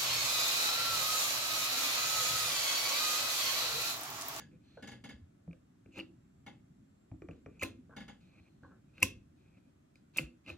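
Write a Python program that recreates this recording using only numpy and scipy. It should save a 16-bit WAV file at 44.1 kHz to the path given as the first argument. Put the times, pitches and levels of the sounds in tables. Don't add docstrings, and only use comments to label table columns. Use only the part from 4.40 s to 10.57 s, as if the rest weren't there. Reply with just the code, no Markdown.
import sys
import numpy as np
from scipy import signal
from scipy.fft import rfft, irfft
from scipy.io import wavfile
from scipy.ndimage import uniform_filter1d

SR = 44100
rng = np.random.default_rng(int(sys.argv[2]) if len(sys.argv) > 2 else 0)


def voltage_ratio(decibels):
    exponent = np.asarray(decibels, float) / 20
    return 10 ** exponent


def wav_out(sig):
    wavfile.write(sys.argv[1], SR, np.round(np.clip(np.atleast_2d(sig).T, -1, 1) * 32767).astype(np.int16))


N = 272097

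# f/Hz, level/dB per Hz
FLOOR_COLOUR = [(25, -14.5), (60, -10), (160, -5.5), (250, -9), (300, -9), (330, -23), (365, -13.5),
                (450, -32.5), (640, -26.5), (900, -37), (1300, -36), (2700, -43.5), (5000, -49),
                (7500, -47), (10500, -55.5), (13300, -56.5), (14600, -78.5)]
# t/s, level/dB
RUMBLE = [(0.0, -58), (0.38, -64.5), (0.62, -59.5), (1.13, -66), (1.58, -63.5), (2.44, -62.5), (2.71, -66),
          (2.92, -62), (3.49, -61), (3.78, -63.5), (4.78, -63), (5.57, -65.5), (6.03, -66.5), (6.17, -59)]
# t/s, level/dB
WHINE = [(0, -108), (1.5, -106), (1.8, -95), (3.0, -92), (3.4, -106), (6.17, -108)]
WHINE_HZ, HISS_DB = 7400, -76.5
# f/Hz, likeness/share
FLOOR_LIKENESS = [(60, 1), (130, 0.91), (290, 0.88), (640, -0.87), (1410, 0.35), (3100, -0.44),
                  (6820, 0.022), (15000, 0.94)]
# f/Hz, time to fall 60 dB/s
ROOM_DECAY = [(60, 0.7), (250, 0.46), (700, 0.19), (2500, 0.26), (7000, 0.2), (14000, 0.13)]
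# f/Hz, likeness/share
ROOM_LIKENESS = [(60, 0.98), (180, 1), (550, 0.23), (1650, 0.99), (4970, 0.27), (15000, 0.14)]

# t/s, peak/dB, treble/dB, low body/dB, nearness to the edge/dB
TICKS = [(0.001, -53.5, -10.5, -23, -2), (0.425, -48, -13, 1.5, -1), (0.474, -47.5, -9.5, -13, 1.5),
         (0.516, -50, -11, -3, 2.5), (0.64, -47.5, -11.5, -7, 3), (0.691, -49, -12, -7.5, 1),
         (2.064, -49.5, -13, -1, 7), (3.565, -47, -13.5, -8, 2), (3.604, -51.5, -13.5, -26, 3),
         (3.681, -50, -15, -15, 1)]
# f/Hz, width/Hz, level/dB
HOUSING = [(234, 67, 9), (816, 55, 7.5), (1462, 63, -1), (1691, 40, 9), (2180, 115, -2), (2586, 24, -0.5),
           (3260, 290, -9.5), (3640, 47, 2), (4720, 73, 0), (5340, 1200, -15.5), (5870, 190, -12),
           (6660, 180, -3), (9460, 79, -11.5), (10000, 240, -32)]
EDGE_GAIN = [0, .5, 0, -1, 1, 0, .5, 0, -.7, 0, 0, -.3, 0, 0]
# f/Hz, level/dB
CLICK = [(200, 1), (500, 3.5), (1500, -12), (3300, -5.5), (5300, -12.5), (7500, -32.5), (11000, -18.5),
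         (14000, -28.5), (16000, -33.5)]

# start t/s, hardest t/s, end t/s, shell level/dB,
# gritty treble against the shell/dB
CREAKS = [(0.11, 0.11, 0.175, -74, -31), (0.196, 0.39, 0.38, -74, -17), (1.454, 1.45, 1.5, -82, -20),
          (1.505, 1.67, 1.575, -55.5, -24), (1.531, 1.58, 1.61, -47, -19.5), (2.889, 3.1, 2.93, -71, -28),
          (2.919, 3.5, 3.0, -75, -13), (3.05, 3.177, 3.19, -72, -30), (3.198, 3.25, 3.235, -40, -13),
          (3.8, 3.8, 3.9, -75.5, -13.5), (3.839, 4, 4.01, -65, -28), (4.002, 4.1, 4.09, -69.5, -26),
          (4.479, 4.7, 4.525, -72.5, -19), (4.96, 6.9, 5.03, -91, -4), (4.533, 4.69, 4.63, -45, -21),
          (4.616, 4.627, 4.632, -30, -13.5), (4.977, 5.1, 5.095, -73.5, -25),
          (5.095, 5.2, 5.19, -67.5, -27), (5.19, 5.4, 5.3, -78, -19.5), (5.735, 5.83, 5.79, -49, -8.5),
          (5.767, 5.32, 5.79, -39.5, -16), (6.04, 6.09, 6.1, -55.5, -16), (6.058, 6.08, 6.15, -47.5, -23)]
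# f/Hz, width/Hz, level/dB
SHELL = [(1045, 60, -8), (2430, 190, -3), (2725, 150, -4), (2110, 60, -10), (2875, 80, -13),
         (3110, 80, -19)]
# f/Hz, level/dB
HOLLOW = [(1200, -11.5), (2100, 0), (2900, -2), (3300, -7), (4200, -11)]
# f/Hz, width/Hz, level/dB
GRIT = [(4230, 120, 2), (4100, 41, -7), (6390, 170, 2), (6270, 170, -3), (6940, 990, -6.5),
        (9100, 460, -13), (10800, 68, -8), (12900, 80, -3.5), (13000, 160, -13)]
# f/Hz, level/dB
CRACK = [(300, -11.5), (700, -6.5), (1500, -7.5), (3000, -3.5), (3700, 3.5), (4500, 0), (6000, -6.5),
         (11000, -11.5), (14000, -15), (16000, -13.5)]
# f/Hz, width/Hz, level/dB
BENCH = [(55.74, 18, -15), (100, 33, -2.5), (165, 100, -8), (180, 42, -1), (272, 27, -4), (330.7, 24, -1),
         (500, 54, -9), (704, 430, -21.5), (1030, 160, -17.5), (1380, 1400, -17.5)]
# f/Hz, level/dB
KNOB_ROOM_COLOUR = [(1800, 0.5), (2430, -2.5), (3050, 2.5), (3700, 1.5), (4800, -2.5)]
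REST_DB, BUILD, EASE = -95, 0.59, 0.36
PUSH_DB, PUSH_SHRINK = 1.5, 0.1
WAKE_DB, WAKE_SLOPE = -59, 4
LEAN_HZ, LEAN_SPAN_HZ = 2570, 170

# t/s, peak/dB, f/Hz
KNOCKS = [(0.125, -66.5, 500), (0.14, -58.5, 168), (0.738, -50, 61.9), (0.815, -48, 86),
          (1.076, -39, 168.7), (2.713, -46.5, 116.4), (2.877, -47.5, 165), (3.24, -45, 68.4),
          (3.38, -49, 255.3), (4, -57.5, 76.06), (4.632, -44, 100.6), (5.801, -40, 148.3),
          (5.832, -42.5, 58), (6.112, -51, 79.4)]
KNOCK_T60_S = 0.13

# start t/s, hardest t/s, end t/s, level/dB
RUBS = [(0.231, 0.262, 0.42, -78.5), (0.275, 0.42, 0.42, -76.5), (3.804, 3.842, 4.0, -96),
        (3.858, 4.018, 4.2, -87), (4.211, 4.234, 4.29, -84.5), (4.965, 5.016, 5.1, -105)]
# f/Hz, width/Hz, level/dB
RIM = [(1500, 680, -19.5), (3370, 930, -17), (4260, 140, -7), (6130, 210, -20)]
# start t/s, hardest t/s, end t/s, level/dB
DRAGS = [(3.498, 3.53, 3.55, -62), (4.232, 4.245, 4.268, -63), (4.289, 4.325, 4.4, -71)]
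# f/Hz, width/Hz, level/dB
WOOD = [(523, 77, 2), (800, 140, -6.5), (1110, 130, -4.5), (1416, 170, -8), (1640, 100, -5),
        (2366, 110, -26.5)]
# f/Hz, level/dB
CLOTH = [(1700, 0), (2100, -13), (4000, -25.5)]
DRAG_BUILD, DRAG_EASE = 0.29, 0.71

# t/s, peak/dB, ring f/Hz, edge above 1 kHz/dB, thud/dB
TAPS = [(0.3717, -42, 532, -23, -16), (1.077, -50, 500, -23, 2.5), (1.46, -53.5, 360, -21, 0),
        (2.715, -53, 680, -12.5, 11), (2.82, -39.5, 340, -14.5, -11.5), (2.887, -42, 504, -9, -2),
        (2.932, -55.5, 397, -8, -21), (3.061, -43, 475, -8.5, -3.5), (4.228, -59.5, 515, -26, 8.5)]
CONTACT_MS = 0.68

# t/s, peak/dB, f/Hz
CATCHES = [(0.372, -53.5, 860), (0.375, -49.5, 1520), (3.495, -54, 590), (3.501, -56, 580),
           (3.509, -54.5, 1570), (3.527, -50, 1080), (3.536, -52, 1550), (4.234, -50, 1558),
           (4.248, -50.5, 1080), (4.29, -60, 1550), (4.311, -62.5, 1550), (4.319, -60.5, 1400),
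           (4.343, -63, 1550)]
CATCH_WIDTH_HZ = 60

# t/s, peak/dB, treble crack against it/dB, thud/dB, lean to upper shell modes/dB
SNAPS = [(1.1105, -56.5, -28, -8, -5), (1.130, -51.5, -13, -2, -6), (1.459, -62, -32, 1, 6),
         (1.547, -57, -22, -14, 2), (1.569, -57, -24, -3, -2), (1.584, -44.5, -8, 3, 0),
         (1.5914, -31.5, -25, -27, 12), (1.599, -32.5, -39, -12.5, 7), (1.6066, -39, -28, -25, 1.5),
         (2.91, -52.5, -15, -3.5, 5), (3.194, -68, -52, -28, 8), (3.21, -44, -21, -22.5, 3),
         (3.2221, -32, -11, -10, -6), (3.2259, -25.5, -17, -5.5, -3), (3.2335, -27.5, -2, -6.5, -3.5),
         (3.2362, -28.5, -23, -19, -1), (4.580, -44.5, -13.5, -8, 0.5), (4.6198, -33, -29.5, -8.5, -5.5),
         (4.6252, -23.5, -26, -16.5, -1), (4.6275, -14.5, -13, -13, 0.5), (4.6294, -12, -26.5, -19, -0.5),
         (5.556, -54.5, -4, -8, -0.5), (5.7613, -39, -8, -10, -3), (5.7841, -16, -30, -27.5, 1),
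         (5.779, -37.5, -12, -23.5, -4), (5.7874, -27.5, -18, -14, 1), (5.791, -30.5, -23, -5.5, 2),
         (6.062, -47.5, -11.5, -11, 2.5), (6.0929, -44, -8, -3, 5), (6.1005, -35, -13, -7.5, 4)]
SLIP_MS, SLIP_MS_PER_DB = 2.6, .04
BLOW, BLOW_SLOPE = 1.71, 0.49
GIVE_S = 0.00065

# start t/s, hardest t/s, end t/s, level/dB
SQUEAKS = [
    (1.518, 1.7, 1.59, -62),
    (3.193, 3.197, 3.205, -53.5),
    (3.208, 3.216, 3.222, -43),
    (5.742, 6.4, 5.772, -61),
    (2.907, 2.912, 2.88, -66.5),
]
# f/Hz, width/Hz, level/dB
SINGING = [(2740, 50, -4.5), (2430, 100, -8.5), (2930, 60, -10), (4250, 200, -24.5), (6800, 500, -23)]
# t/s, peak/dB, f/Hz, width/Hz
JOLTS = [(1.571, -54, 384, 50), (1.584, -44, 341, 50), (1.607, -52, 331, 40), (1.588, -47, 550, 70),
         (1.602, -50, 4600, 120), (3.2205, -37.5, 1300, 250), (3.223, -46, 1035, 40),
         (3.226, -36, 345, 44.7), (3.228, -40.5, 506, 49.6), (3.233, -47, 1740, 60),
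         (3.2342, -49, 3960, 900), (3.245, -48, 1024, 50), (3.248, -42, 263, 39.5), (4.629, -40.5, 320, 25),
         (4.648, -42.5, 250, 40), (4.633, -43.5, 194.4, 30), (5.795, -44.5, 253, 30),
         (5.789, -36.5, 4450, 200)]
# start t/s, length/s, level/dB
CHATTERS = [(1.583, .005, -63.5), (3.205, .02, -74), (3.2235, 0.0045, -53), (3.23, 0.0039, -41),
            (4.602, .005, -64.5), (4.629, .007, -33), (5.771, 0.0075, -39), (6.096, 0.0054, -66)]
# f/Hz, level/dB
SPRING = [(1500, -29.5), (4000, -9.5), (6000, 0.5), (9000, -1.5), (12000, -1.5), (14000, -8.5),
          (15600, -7.5)]
# t/s, peak/dB
DROPS = [
    (1.5985, -52),
    (3.2337, -44),
    (4.6284, -13),
    (4.6308, -29),
    (4.6335, -30),
]
# f/Hz, width/Hz, level/dB
NOTCH = [(1050, 50, 0), (4180, 200, -14), (4770, 160, -9), (5940, 130, 0), (6800, 200, -6), (7440, 300, -7),
         (8460, 250, -10), (9700, 300, -8), (10250, 220, -6), (11830, 260, -4), (13000, 260, -9)]

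# f/Hz, phase/radians
PORTS = [(100, 0), (800, .45), (1550, .1), (2330, -.9), (2620, -.6), (2900, .3), (3300, -2.2), (3900, -2.3),
         (4500, -1.6), (5200, .9), (7700, 1.4)]
BASS_CUT_HZ, TOP_CUT_HZ = 52, 15950


def evened(x):
    return x / np.sqrt(np.mean(x ** 2) + 1e-20)


def peaked(x):
    return x / (abs(x).max() + 1e-20)


def read(points, hz):
    f, value = np.transpose(points)
    return np.interp(np.log(hz + 1), np.log(f + 1), value)


def add(mix, s, sound):
    part = mix[..., max(round(s * SR), 0):][..., :sound.shape[-1]]
    part += sound[..., :part.shape[-1]]


def ring(force, modes, spread=1.01):
    out = 0
    for k, (hz, width, db) in enumerate(modes):
        pole = np.exp((-np.pi * width + 2j * np.pi * min(hz * spread, 20000)) / SR)
        gain = (-1) ** k * voltage_ratio(db) * 2 * (1 - np.exp(-np.pi * width / SR))
        out = out + gain * signal.lfilter([1], [1, -pole], force + 1e-18).imag
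    return out


def coloured(x, points):
    log_gain = read(points, np.arange(1025) * SR / 2048) * np.log(10) / 20
    folded = irfft(log_gain) * np.r_[1, 2 * np.ones(1023), 1, np.zeros(1023)]
    taps = irfft(np.exp(rfft(folded)))[:1024]
    return signal.fftconvolve(x, taps)[:len(x)]


def slips(size, per_s, uneven_db):
    sign, chance, strength = rng.random((size, 3)).T
    happens = chance < per_s / SR
    return np.sign(sign - .5) * happens * voltage_ratio(-uneven_db * np.log(strength + 0.0031))


def stroke(start, hardest, end, db, build, ease):
    t = np.arange(start, max(end, start + .01), 1 / SR)
    height_db = db - REST_DB
    times = [start, max(hardest, start), max(end, hardest)]
    level_db = np.interp(t, times, [db - build * height_db, db, db - ease * height_db])
    return voltage_ratio(level_db) * signal.windows.tukey(len(t), .1)


def air(frames, hop, likeness):
    hz = np.fft.rfftfreq(4 * hop, 1 / SR)
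    a, b, c, d = rng.standard_normal((frames, len(hz), 4)).T
    same = np.clip(read(likeness, hz), -1, 1)[:, None]
    left = a + 1j * b
    right = same * left + np.sqrt(1 - same ** 2) * (c + 1j * d)
    return hz[:, None], np.array([left, right])


def floor():
    hz, z = air(N // 512 + 5, 512, FLOOR_LIKENESS)
    patches = rng.standard_normal((z.shape[2], len(hz))).T
    patches = evened(uniform_filter1d(uniform_filter1d(patches, 6, 0), 5, 1))
    z = z * voltage_ratio(read(FLOOR_COLOUR, hz) + 1.1 * patches)
    rumble = evened(signal.istft(z * (hz < 430), nperseg=2048, noverlap=1536)[1][:, :N])
    hiss = evened(signal.istft(z * (hz >= 430), nperseg=2048, noverlap=1536)[1][:, :N])
    whine = evened(ring(rng.standard_normal(N), [(WHINE_HZ, 40, 0)], spread=1))
    t = np.arange(N) / SR
    rumble_db = np.interp(t, *np.transpose(RUMBLE))
    whine_db = np.interp(t, *np.transpose(WHINE))
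    return rumble * voltage_ratio(rumble_db) + hiss * voltage_ratio(HISS_DB) + whine * voltage_ratio(whine_db)


def tick(s, db, treble_db, low_db, edge_db):
    t = np.arange(8000) / SR
    force = voltage_ratio(-35.0) * slips(8000, per_s=4200.0, uneven_db=-2.5) * np.exp(-t / 0.0099)
    force[0] += 2.5
    modes = [(hz, width, mode_db + share * edge_db + rng.uniform(-3, 3))
             for (hz, width, mode_db), share in zip(HOUSING, EDGE_GAIN)]
    housing = ring(force, modes, spread=rng.uniform(.994, 1.006))
    click = coloured(force, CLICK) + voltage_ratio(0.9) * housing
    brightness = [(3000, 0), (5000, treble_db + 11.0), (12000, treble_db + 8.0), (16000, treble_db + 4.5)]
    click = peaked(coloured(click, brightness))
    low_body = peaked(ring(force, BENCH, spread=1.107))
    return s, voltage_ratio(db) * (click + voltage_ratio(low_db - 12.0) * low_body)


def room(x):
    hz, z = air(400, 64, ROOM_LIKENESS)
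    t = np.arange(400) * 64 / SR
    tail = signal.istft(z * voltage_ratio(-60 * t / read(ROOM_DECAY, hz)), nperseg=256, noverlap=192)[1]
    tail *= np.minimum(np.arange(tail.shape[1]) / SR / 0.0028, 1)
    return signal.fftconvolve(x[None], tail / np.linalg.norm(tail[0]), axes=1)[:, :N]


def knob_parts(force, effort_db, lean_db=0):
    asleep_db = np.clip(WAKE_SLOPE * (effort_db - WAKE_DB), -16, 0)
    modes = []
    for k, (hz, width, db) in enumerate(SHELL):
        lean = lean_db * np.clip((hz - LEAN_HZ) / LEAN_SPAN_HZ, -1, 1)
        modes.append((hz, width, db + asleep_db * (k != 1) + lean))
    hollow = coloured(force, HOLLOW)
    shell = np.array([ring(hollow, modes, spread=.998), ring(hollow, modes, spread=1.002)])
    crack = coloured(force, CRACK) + voltage_ratio(-5.0) * ring(force, GRIT, spread=1.0)
    bench = ring(uniform_filter1d(force, size=16), BENCH)
    return shell, np.array([crack, crack]), np.array([bench, bench])


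def into_room(shell, crack, bench):
    return voltage_ratio(-17.5) * shell[1] + voltage_ratio(-0.5) * crack[1] + voltage_ratio(-4.5) * bench[1]


def creak(start, hardest, end, db, grit_db):
    turning = voltage_ratio(-2.5) * stroke(start, hardest, end, db, BUILD, EASE)
    force = signal.lfilter([1], [1, -.6], slips(len(turning), per_s=4100.0, uneven_db=2))
    shell, crack, bench = knob_parts(force, db)
    push_db = PUSH_DB - PUSH_SHRINK * (db + 64.0)
    shell = turning * evened(shell)
    crack = turning * voltage_ratio(grit_db + 12.0) * evened(crack)
    bench = turning * voltage_ratio(push_db) * evened(bench)
    return start, shell + crack + bench, into_room(shell, crack, bench)


def knock(s, db, hz):
    t = np.arange(12000) / SR
    swell = (1 - np.exp(-t / 0.0092)) ** 2
    return s, voltage_ratio(db) * peaked(np.sin(2 * np.pi * hz * t) * swell * voltage_ratio(-60 * t / KNOCK_T60_S))


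def drag(row, modes, per_s):
    effort = stroke(*row, DRAG_BUILD, DRAG_EASE)
    force = slips(len(effort), per_s, uneven_db=3.0)
    return row[0], effort * evened(ring(force, modes, spread=0.99))


def tap(s, db, hz, edge_db, thud_db):
    t = np.arange(6000) / SR
    soft = 1 - np.exp(-(t / 0.00028) ** 2)
    edge_turns = 1150 * t + 2100 * 0.00108 * (1 - np.exp(-t / 0.0012))
    edge = np.sin(2 * np.pi * edge_turns) * np.exp(-t / 0.0053) * soft
    nail = voltage_ratio(-15.0) * np.sin(2 * np.pi * 5700 * t) * np.exp(-t / 0.0025) * soft
    late = np.maximum(t - CONTACT_MS / 1000, 0)
    body_turns = hz * (.85 * late + 0.9 * 0.002 * (1 - np.exp(-late / 0.0026)))
    body = np.sin(2 * np.pi * body_turns) * np.exp(-late / 0.0081) * (1 - np.exp(-late / 0.00067))
    shell = voltage_ratio(1.0) * np.sin(2 * np.pi * 2400 * t) * np.exp(-t / 0.0035) * (1 - np.exp(-t / 0.0012))
    push = np.exp(-((t - .003) / 0.001) ** 2)
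    thud = peaked(ring(push, BENCH, spread=rng.uniform(.93, 0.95)))
    return s, voltage_ratio(db) * (body + voltage_ratio(edge_db) * (edge + nail + shell) + voltage_ratio(thud_db) * thud)


def catch(s, db, hz):
    force = np.zeros(3000)
    force[:8] = np.hanning(8)
    plank = ring(force, [(hz, CATCH_WIDTH_HZ, 0)], spread=0.98)
    others = coloured(ring(force, WOOD, spread=1), CLOTH)
    return s, voltage_ratio(db) * peaked(plank + voltage_ratio(-9.0) * others)


def snap(s, db, crack_db, thud_db, lean_db):
    t = np.arange(6000) / SR
    ms = max(SLIP_MS - SLIP_MS_PER_DB * (db + 43.0), .2)
    envelope = np.exp(-t * 1000 / ms * 2.5) * (1 - np.exp(-t / GIVE_S))
    force = voltage_ratio(-1.0) * slips(6000, per_s=17000.0, uneven_db=0.0) * envelope
    force[0] += BLOW * voltage_ratio(BLOW_SLOPE * (db + 13))
    shell, crack, bench = knob_parts(force, db - 11.0, lean_db)
    shell = voltage_ratio(db) * peaked(shell)
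    crack = voltage_ratio(db + crack_db) * peaked(crack)
    bench = voltage_ratio(db + thud_db) * peaked(bench)
    return s, shell + crack + bench, into_room(shell, crack, bench)


def jolt(s, db, hz, width):
    t = np.arange(6000) / SR
    swing = np.sin(2 * np.pi * hz * t) * (1 - np.exp(-t * hz)) * np.exp(-np.pi * width * t)
    sound = voltage_ratio(db) * peaked(swing)
    return s, np.array([sound, sound]), voltage_ratio(-8) * sound


def chatter(s, length, db):
    t = np.arange(4000) / SR
    envelope = np.exp(-(t / length) ** 2) * (1 - np.exp(-t / .0012))
    sound = coloured(slips(4000, per_s=6900.0, uneven_db=2.5) * envelope, SPRING)
    sound = voltage_ratio(db) * sound / np.sqrt(np.sum(sound ** 2) / (length * SR))
    return s, np.array([sound, sound]), voltage_ratio(-4.0) * sound


def drop(s, db):
    force = np.zeros(3000)
    force[0] = 1
    contact = coloured(force, [(3000, -25.0), (9000, 3.0), (13000, -2), (16000, -17)])
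    sound = voltage_ratio(db) * peaked(ring(force, NOTCH, spread=0.97) + voltage_ratio(-15.0) * contact)
    return s, np.array([sound, sound]), voltage_ratio(-15) * sound


def scene():
    knob = np.zeros((2, N))
    far, knob_to_room, other, panel, bright = np.zeros((5, N))
    for row in TICKS:
        add(far, *tick(*row))
    for source, table in [(creak, CREAKS), (snap, SNAPS), (jolt, JOLTS), (drop, DROPS)]:
        for row in table:
            s, direct, to_room = source(*row)
            add(knob, s, direct)
            add(knob_to_room, s, to_room)
    for row in KNOCKS:
        add(knob, *knock(*row))
    for row in RUBS:
        add(other, *drag(row, RIM, per_s=7800.0))
    for row in TAPS:
        add(panel, *tap(*row))
    for row in CATCHES:
        add(other, *catch(*row))
    for row in SQUEAKS:
        add(other, *drag(row, SINGING, per_s=3300.0))
    for row in DRAGS:
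        s, sound = drag(row, WOOD, per_s=800.)
        add(other, s, coloured(sound, CLOTH))
    panel_to_room = coloured(panel, [(400, -2.5), (1200, -7), (2500, -12)])
    mix = floor() + voltage_ratio(5.5) * far + voltage_ratio(17) * room(far)
    mix += knob + room(coloured(knob_to_room, KNOB_ROOM_COLOUR))
    mix += panel + room(panel_to_room)
    mix += voltage_ratio(1.0) * other + voltage_ratio(-1.0) * room(other)
    for row in CHATTERS:
        s, direct, to_room = chatter(*row)
        add(mix, s, direct)
        add(bright, s, to_room)
    return mix + room(bright)


def low_pass(x):
    return signal.sosfilt(signal.butter(12, 16640, fs=SR, output="sos"), x)


def record(dry):
    hz = np.arange(N // 2 + 1) * SR / N + .1
    microphone = 1 / np.sqrt((1 + (BASS_CUT_HZ / hz) ** 4) * (1 + (hz / TOP_CUT_HZ) ** 90))
    microphone = microphone * np.exp([[-.5j], [.5j]] * read(PORTS, hz))
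    return low_pass(irfft(rfft(dry) * microphone, N))


dry = scene()
out = record(dry)
wav_out(out)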